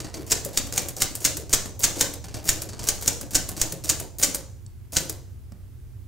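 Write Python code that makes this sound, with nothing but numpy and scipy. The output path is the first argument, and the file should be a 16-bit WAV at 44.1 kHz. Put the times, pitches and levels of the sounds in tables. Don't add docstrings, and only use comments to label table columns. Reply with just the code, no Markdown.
import sys
import numpy as np
from scipy import signal
from scipy.fft import rfft, irfft
from scipy.io import wavfile
from scipy.ndimage import uniform_filter1d, minimum_filter1d

SR = 44100
rng = np.random.default_rng(int(sys.argv[2]) if len(sys.argv) > 2 else 0)


def wav_out(sig):
    wavfile.write(sys.argv[1], SR, np.round(np.clip(np.atleast_2d(sig).T, -1, 1) * 32767).astype(np.int16))


N = 267687

# (press [s], press level [dB], return [s], return level [dB], carriage rumble [dB])
SPACES = [(0.002, -32, 0.1405, -32, -41), (2.2407, -36.5, 2.3414, -31, -41),
          (2.689, -35, 2.792, -30, -44.5)]
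# (blow on the platen [s], level [dB], tilt [dB/octave], key travel before the blow [s],
# key touch [dB], touch tilt [dB/octave], ribbon lifter [dB], guide brush [dB], rebound [dB],
# sub-bass pulse [dB])
KEYSTROKES = [(0.318, -10.5, 0, 0.053, -34.5, 2, -28, -16.5, -5.5, -46),
              (0.574, -12.5, .5, 0.043, -33, 0, -43, -18, -9, -34.5),
              (0.778, -14.5, -.5, 0.055, -28, 0, -28, -14.5, -10, -51),
              (1.0198, -10.5, 0.5, 0.055, -29, 2, -27, -14.5, -12.5, -36.5),
              (1.2489, -7, .5, 0.045, -29.5, 3.5, -41, -17, -9, -44),
              (1.5342, -8.5, .5, 0.04, -31, 1.5, -41, -5.5, -7, -25.5),
              (1.839, -8.5, 1, 0.047, -25.5, 8.5, -28, -9.5, -5, -33),
              (2.0093, -8.5, 0.5, 0.052, -30.5, -1, -27.5, -16.5, -9.5, -44),
              (2.49, -9, 0.5, 0.048, -27.5, 8, -26, -14, -11.5, -27),
              (2.8874, -12, 1.5, 0.055, -30.5, 1, -28, -21, -9, -31),
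              (3.0774, -10, 1, .066, -28, 2, -28.5, -19, -11, -51),
              (3.3516, -9, 1, 0.044, -32, 2, -29.5, -11.5, -8.5, -30.5),
              (3.615, -12, 1, 0.049, -28, 0.5, -29, -19, -12, -29),
              (3.8974, -11, 1.5, 0.059, -27.5, 1.5, -33, -6, -11.5, -46),
              (4.2325, -8, 2, 0.048, -22, 7, -23.5, -10.5, -7.5, -41),
              (4.9676, -12.5, -0.5, 0.046, -29.5, 4, -28, -12, -8, -48)]
# (time [s], level [dB], tilt [dB/octave], carriage rumble [dB])
KEY_RELEASES = [(0.448, -26, 1, -32), (0.669, -37.5, -2.5, -42), (0.885, -27, .5, -46),
                (1.1522, -25, .5, -42.5), (1.3691, -26, 0.5, -37), (1.657, -33, -3.5, -42.5),
                (2.1371, -32.5, -1.5, -47), (2.6188, -26, -0.5, -40), (3.211, -30.5, -0.5, -38.5),
                (3.4894, -25.5, -1, -37.5), (3.722, -27.5, 0, -45.5), (3.9986, -28, 0, -37.5),
                (4.3459, -22, -0.5, -38.5), (5.0952, -25, 0, -43)]
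# (frequency [Hz], level [dB])
TYPE_BAR_COLOUR = [(100, -5.5), (400, -9.5), (1000, -13.5), (1700, -10.5), (3300, -10), (5000, -6),
                   (6900, 2), (8200, -3), (10300, -13.5), (12000, -11.5), (14000, -16), (15500, -11.5)]
# (frequency [Hz], level [dB])
BODY_COLOUR = [(60, -14.5), (150, 4), (220, -7.5), (300, 0.5), (450, -7), (540, -2.5), (750, -13),
               (1100, -17), (2500, -21), (6000, -24)]


def undb(db):
    return 10 ** (np.asarray(db) / 20)


def unit(x):
    return x / np.sqrt(np.mean(x ** 2))


def fade(t, t60):
    return (t >= 0) * np.exp(-np.log(1000) * np.maximum(t, 0) / t60)


def add(track, s, x):
    i = max(int(s * SR), 0)
    track[i:i + len(x)] += x[:max(N - i, 0)]


def response(colour, tilt_db=0, size=1024):
    hz, db = np.transpose(colour)
    octave = np.log2(np.maximum(np.fft.rfftfreq(size, 1 / SR), 1))
    db = np.interp(octave, np.log2(hz), db) + tilt_db * np.maximum(octave, 10)
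    cepstrum = irfft(np.log(undb(db)))
    cepstrum[size // 2:] = 0
    cepstrum[0] = 0
    impulse = irfft(np.exp(rfft(2 * cepstrum)))
    return impulse / np.linalg.norm(impulse)


def through(x, impulse):
    return signal.oaconvolve(x, impulse)[:N]


def stereo(mid, side):
    return np.array([mid + side, mid - side])


def hum(width=0.6, waver=0.083, air_db=-43, right_bias_db=2):
    # (frequency [Hz], level [dB])
    hum_tones = [(43, -65.5), (92, -52), (98, -54.5), (120, -53), (360, -69), (418, -75)]
    # (frequency [Hz], level [dB])
    air_colour = [(10, -19.5), (25, -11), (34, -12), (65, -1), (95, -1), (130, -9), (165, -21.5),
                  (250, -22), (360, -31), (600, -38.5), (1200, -42.5), (4000, -48.5), (15000, -48)]
    t = np.arange(N) / SR
    air_filter = response(air_colour, size=8192)
    mid, side = (through(noise, air_filter) for noise in rng.standard_normal((2, N)))
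    air = undb(air_db) * stereo(mid, width * side)
    tones, knots = 0, np.linspace(0, t[-1], 24)
    for hz, db in hum_tones:
        swell, drift = (waver * np.interp(t, knots, r) for r in rng.standard_normal((2, len(knots))))
        tones += undb(db) * np.sqrt(2) * (1 + swell) * np.sin(2 * np.pi * hz * t + 2 * drift)
    return (air + tones) * undb([[-right_bias_db / 2], [right_bias_db / 2]])


def chatter(t, grain_db=4):
    noise, size = rng.standard_normal((2, len(t)))
    return unit(np.repeat(undb(grain_db * size), 32)[:len(t)] * noise)


def click(colour, tilt_db, snap_t60, rattle_t60, rattle_db, slide_s):
    taps_per_s, tap_t60, tap_spread_db, scrape_db = 240, 0.01, 2.2, -3
    t = np.arange(SR // 7) / SR
    snap, grain, size = rng.standard_normal((3, len(t)))
    hits = (rng.random(len(t)) < taps_per_s / SR) * undb(tap_spread_db * size)
    taps = unit(grain * through(hits, fade(t, tap_t60))[:len(t)] + 1e-9)
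    rattle = undb(rattle_db) * unit(taps + undb(scrape_db) * chatter(t)) * fade(t, rattle_t60)
    contact = (snap * fade(t, snap_t60) + rattle) * (1 - np.exp(-t / slide_s))
    return through(contact, response(colour, tilt_db))


def space_bar(gain_db=2, stop_s=0.042, stop_db=1, bounce_s=0.031, bounce_db=-5):
    # (frequency [Hz], level [dB])
    colour = [(150, 9.5), (600, 0), (1200, -6.5), (2600, -8), (3700, -8), (4500, -4), (5400, -2), (6400, 0),
              (8800, -4), (10200, -11.5), (15500, -17.5)]
    track = np.zeros(N)
    for down_s, down_db, up_s, up_db, _ in SPACES:
        press = (down_s, down_db, stop_s, stop_db)
        spring_back = (up_s, up_db, bounce_s, bounce_db)
        for s, db, knock_s, knock_db in press, spring_back:
            rattle = click(colour, -0.14, snap_t60=0.063, rattle_t60=0.17, rattle_db=-5.5, slide_s=39e-5)
            knock = click(colour, -2.2, snap_t60=0.038, rattle_t60=0.37, rattle_db=-8, slide_s=0.0008)
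            add(track, s, undb(db) * rattle)
            add(track, s + knock_s, undb(db + knock_db) * knock)
    return undb(gain_db) * track


def ring(contacts, modes):
    t = np.arange(SR // 3) / SR
    impulse = 0
    for hz, t60, db in modes:
        resonance_scale = 2 * np.log(1000) / (t60 * SR)
        impulse += undb(db) * resonance_scale * np.cos(2 * np.pi * hz * t) * fade(t, t60)
    return contacts + through(contacts, impulse)


def carriage_spring(contacts):
    # (frequency [Hz], t60 [s], level over the plain contact [dB])
    spring_modes = [(4450, .06, 3.5), (4600, .08, 2.5)]
    return ring(contacts, spring_modes)


def shove(db, t60, hold_s=0, rise_s=0.0053):
    t = np.arange(SR) / SR
    return (undb(db) * (1 - np.exp(-t / rise_s)) * fade(np.maximum(t - hold_s, 0), t60)) ** 2


def shaking(step_t60=0.24, roll_s=0.019):
    power = np.zeros(N)
    touch, blow = shove(db=-39.5, t60=0.44), shove(db=-35, t60=0.65)
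    for s, _, _, travel_s, *_ in KEYSTROKES:
        add(power, s - travel_s, touch)
        add(power, s, blow)
    for s, *_, db in KEY_RELEASES:
        add(power, s, shove(db, step_t60, roll_s))
    for down_s, _, up_s, _, db in SPACES:
        add(power, down_s, shove(db - 0.5, step_t60, roll_s))
        add(power, up_s, shove(db, step_t60, hold_s=0.087))
    return np.sqrt(power)


def carriage(gain_db=-1, bumps_per_s=700, grain_db=4, knocks_per_s=150, knock_t60=0.055, knock_db=-3):
    bumps = rng.standard_normal(N) * (rng.random(N) < bumps_per_s / SR)
    bumps *= undb(grain_db * rng.standard_normal(N))
    knocks, t = np.zeros(N), np.arange(SR // 10) / SR
    decay = fade(t, knock_t60)
    for when, pitch, size in rng.random((int(knocks_per_s * N / SR), 3)):
        hz = 170 + 800 * pitch
        add(knocks, when * N / SR, size ** 3 * np.sin(2 * np.pi * hz * t) * decay)
    rollers = unit(through(bumps, response(BODY_COLOUR)))
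    rails = unit(through(knocks, response(BODY_COLOUR, tilt_db=0.98)))
    return undb(gain_db) * unit(rollers + undb(knock_db) * rails) * shaking()


def linkage(take_up_s=0.0115, take_up_db=-6, lifter_lead_s=0.0185):
    # (frequency [Hz], level [dB])
    colour = [(150, 2.5), (600, 1), (1300, -8), (3500, -7.5), (5500, -0.5), (7200, 1.5), (10000, -5.5),
              (15500, -8)]
    track = np.zeros(N)
    for s, _, _, travel_s, touch_db, tilt_db, lifter_db, *_ in KEYSTROKES:
        touch = click(colour, tilt_db, snap_t60=0.012, rattle_t60=0.31, rattle_db=-5, slide_s=0.000408)
        take_up = click(colour, -0.5, snap_t60=0.025, rattle_t60=0.31, rattle_db=-5, slide_s=0.0007)
        lifter = click(colour, 1.2, snap_t60=0.02, rattle_t60=0.31, rattle_db=-1.5, slide_s=0.0007)
        add(track, s - travel_s, undb(touch_db) * touch)
        add(track, s - travel_s + take_up_s, undb(touch_db + take_up_db) * take_up)
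        add(track, s - lifter_lead_s, undb(lifter_db) * lifter)
    return track


def steel_frame(contacts):
    # (frequency [Hz], t60 [s], level over the plain contact [dB])
    steel_modes = [(1142, 0.11, -5.5), (1550, 0.031, -2.5), (2077, 0.059, -10), (4637, 0.17, -2.5),
                   (4900, 0.087, -0.5), (5400, .1, 0.5), (5860, .1, -1), (6088, .2, -6), (6337, 0.22, -12),
                   (6807, 0.055, -0.5), (7123, .12, -8), (7150, .12, -7), (8920, .025, -0.5),
                   (12300, .03, -6), (15100, .02, -11.5)]
    return ring(contacts, steel_modes)


def type_bars(crack_t60=0.022, rebound_t60=0.015, guide_lead_s=0.0055, guide_db=-4, gain_db=4.5):
    track = np.zeros(N)
    t = np.arange(SR // 12) / SR - guide_lead_s
    for s, db, tilt_db, *_, brush_db, rebound_db, _ in KEYSTROKES:
        brush = undb(guide_db + brush_db) * fade(t + guide_lead_s, t60=0.11)
        power = fade(t, crack_t60) ** 2 + brush ** 2
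        gaps_s = rng.uniform(0.0023, 0.0055, size=4)
        for k, rebound_s in enumerate(np.cumsum(gaps_s)):
            power += (undb(rebound_db - 1.6 * k) * fade(t - rebound_s, rebound_t60)) ** 2
        contact = np.sqrt(power) * rng.standard_normal(len(t))
        blow = through(contact, response(TYPE_BAR_COLOUR, tilt_db))
        add(track, s - guide_lead_s, undb(db + gain_db) * blow)
    return track


def loose_bars(rattle_t60=0.39, gain_db=-17, tilt_db=0.1, width=0.7):
    tracks, t = np.zeros((2, N)), np.arange(SR // 2) / SR
    for s, db, *_, rebound_db, _ in KEYSTROKES:
        envelope = undb(db + gain_db + 0.14 * rebound_db) * fade(t, rattle_t60)
        for track in tracks:
            add(track, s, envelope * chatter(t, grain_db=1.5))
    mid, side = (through(track, response(TYPE_BAR_COLOUR, tilt_db)) for track in tracks)
    return stereo(mid, width * side)


def case(ring_db=-29, sway_hz=43, sway_t60=1.9, sway_db=-38):
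    # (frequency [Hz], t60 [s], level [dB])
    panel_modes = [(128, 0.21, -18), (158, 0.12, -4), (301, .2, -2), (335, .16, 0), (530, 0.16, -5)]
    mid, side = np.zeros((2, N))
    t = np.arange(SR * 3 // 4) / SR
    panels = sum(undb(db) * np.sin(2 * np.pi * hz * t) * fade(t, t60) for hz, t60, db in panel_modes)
    sway = undb(sway_db) * np.sin(2 * np.pi * sway_hz * t) * fade(t, sway_t60)
    for s, db, *_ in KEYSTROKES:
        add(mid, s, undb(db + ring_db) * panels)
        add(side, s, sway)
    return stereo(mid, side)


def low_pulse(gain_db=9, pulse_t60=0.22, rise_t60=0.01386):
    track, t = np.zeros(N), np.arange(SR * 3 // 4) / SR
    pulse = fade(t, rise_t60) - fade(t, pulse_t60)
    for s, *_, pulse_db in KEYSTROKES:
        add(track, s, undb(pulse_db + gain_db) * pulse)
    return track


def escapement(gain_db=4, scrape_lead_s=0.005, scrape_db=-14):
    # (frequency [Hz], level [dB])
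    colour = [(150, 3), (600, -1.5), (1300, -8), (3500, -8), (5500, -1), (7500, 4.5), (10000, 0.5),
              (12000, 0.5), (15500, -2.5)]
    track = np.zeros(N)
    for s, db, tilt_db, _ in KEY_RELEASES:
        scrape = click(colour, tilt_db, snap_t60=0.036, rattle_t60=0.11, rattle_db=-12.5, slide_s=0.0019)
        catch = click(colour, tilt_db, snap_t60=0.037, rattle_t60=0.17, rattle_db=-13, slide_s=0.00035)
        add(track, s - scrape_lead_s, undb(db + scrape_db) * scrape)
        add(track, s, undb(db) * catch)
    return undb(gain_db) * track


def settling_ticks(tick_t60=0.015, knock_t60=0.052, knock_hz=185, body_t60=0.017, body_db=1):
    # (time [s], tick level [dB], knock level [dB])
    settlings = [(4.6634, -42.5, -62.5), (5.5207, -48, -39.5)]
    # (frequency [Hz], level [dB])
    colour = [(500, -12), (2500, -21), (4700, 0.5), (6500, -0.5), (8200, 6.5), (9500, -17.5), (15000, -32)]
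    track, t = np.zeros(N), np.arange(SR // 10) / SR
    knock = np.sqrt(2) * np.sin(2 * np.pi * knock_hz * t) * fade(t, knock_t60)
    for s, tick_db, knock_db in settlings:
        contact = rng.standard_normal(len(t))
        tick = through(contact * fade(t, tick_t60), response(colour))
        body = through(contact * fade(t, body_t60), response(BODY_COLOUR, tilt_db=-1))
        add(track, s, undb(tick_db) * tick)
        add(track, s, undb(knock_db + body_db) * body)
        add(track, s, undb(knock_db) * knock)
    return track


def panel_spread(machine, spread_db=-14, length=600):
    # (frequency [Hz], level [dB])
    colour = [(80, 13), (160, 17), (250, 11), (330, 7.5), (2000, 0), (4000, 0), (7000, -10), (8200, -6),
              (10000, 11), (13000, -14.5), (15500, -5.5)]
    scatter = rng.standard_normal(length) * np.linspace(1, 0, length)
    impulse = np.convolve(scatter, response(colour))
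    side = undb(spread_db) * through(machine, impulse / np.linalg.norm(impulse))
    return stereo(machine, side)


def room(x, width=0.37, build_s=0.0024):
    # (frequency [Hz], t60 [s], level [dB])
    bands = [(100, 0.52, -3.5), (305.6, 0.48, -1.5), (720, 0.52, 0.5), (1670, 0.33, -2), (3850, 0.44, -4.5),
             (7100, 0.55, -14), (10400, 0.33, -10.5), (15000, 0.28, -26)]
    t = np.arange(SR * 3 // 4) / SR
    hz, t60s, dbs = np.transpose(bands)
    log_hz = np.log(np.fft.rfftfreq(len(t), 1 / SR) + 1)
    spectrum = rfft(rng.standard_normal((2, len(t))))
    tail = 0
    for share, t60, db in zip(np.eye(len(hz)), t60s, dbs):
        envelope = fade(t, t60) * (1 - np.exp(-(t / build_s) ** 2))
        band = irfft(spectrum * np.interp(log_hz, np.log(hz), share), len(t))
        tail += undb(db) * band * envelope / np.linalg.norm(envelope)
    return stereo(through(x, tail[0]), width * through(x, tail[1]))


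def scene(room_db=-2.5, drift_hz=0.8056):
    keys = steel_frame(type_bars() + escapement() + linkage())
    machine = keys + carriage_spring(space_bar() + settling_ticks()) + carriage()
    close = panel_spread(machine)
    lows = signal.sosfilt(signal.butter(1, 9, "high", fs=SR, output="sos"), case() + low_pulse())
    turn = 2 * np.pi * drift_hz * np.arange(N) / SR
    reflections = sum(room(machine * np.cos(turn + k * np.pi / 3)) for k in range(3)) / np.sqrt(1.5)
    return close + loose_bars() + lows + undb(room_db) * reflections + hum()


def record(dry, ceiling=0.71, top_hz=15700):
    gain = np.minimum(1, ceiling / (np.abs(dry).max(axis=0) + 1e-9))
    gain = uniform_filter1d(minimum_filter1d(gain, size=45), size=45)
    return signal.sosfilt(signal.ellip(10, 0.2, 70, top_hz, fs=SR, output="sos"), dry * gain)


dry = scene()
out = record(dry)
wav_out(out)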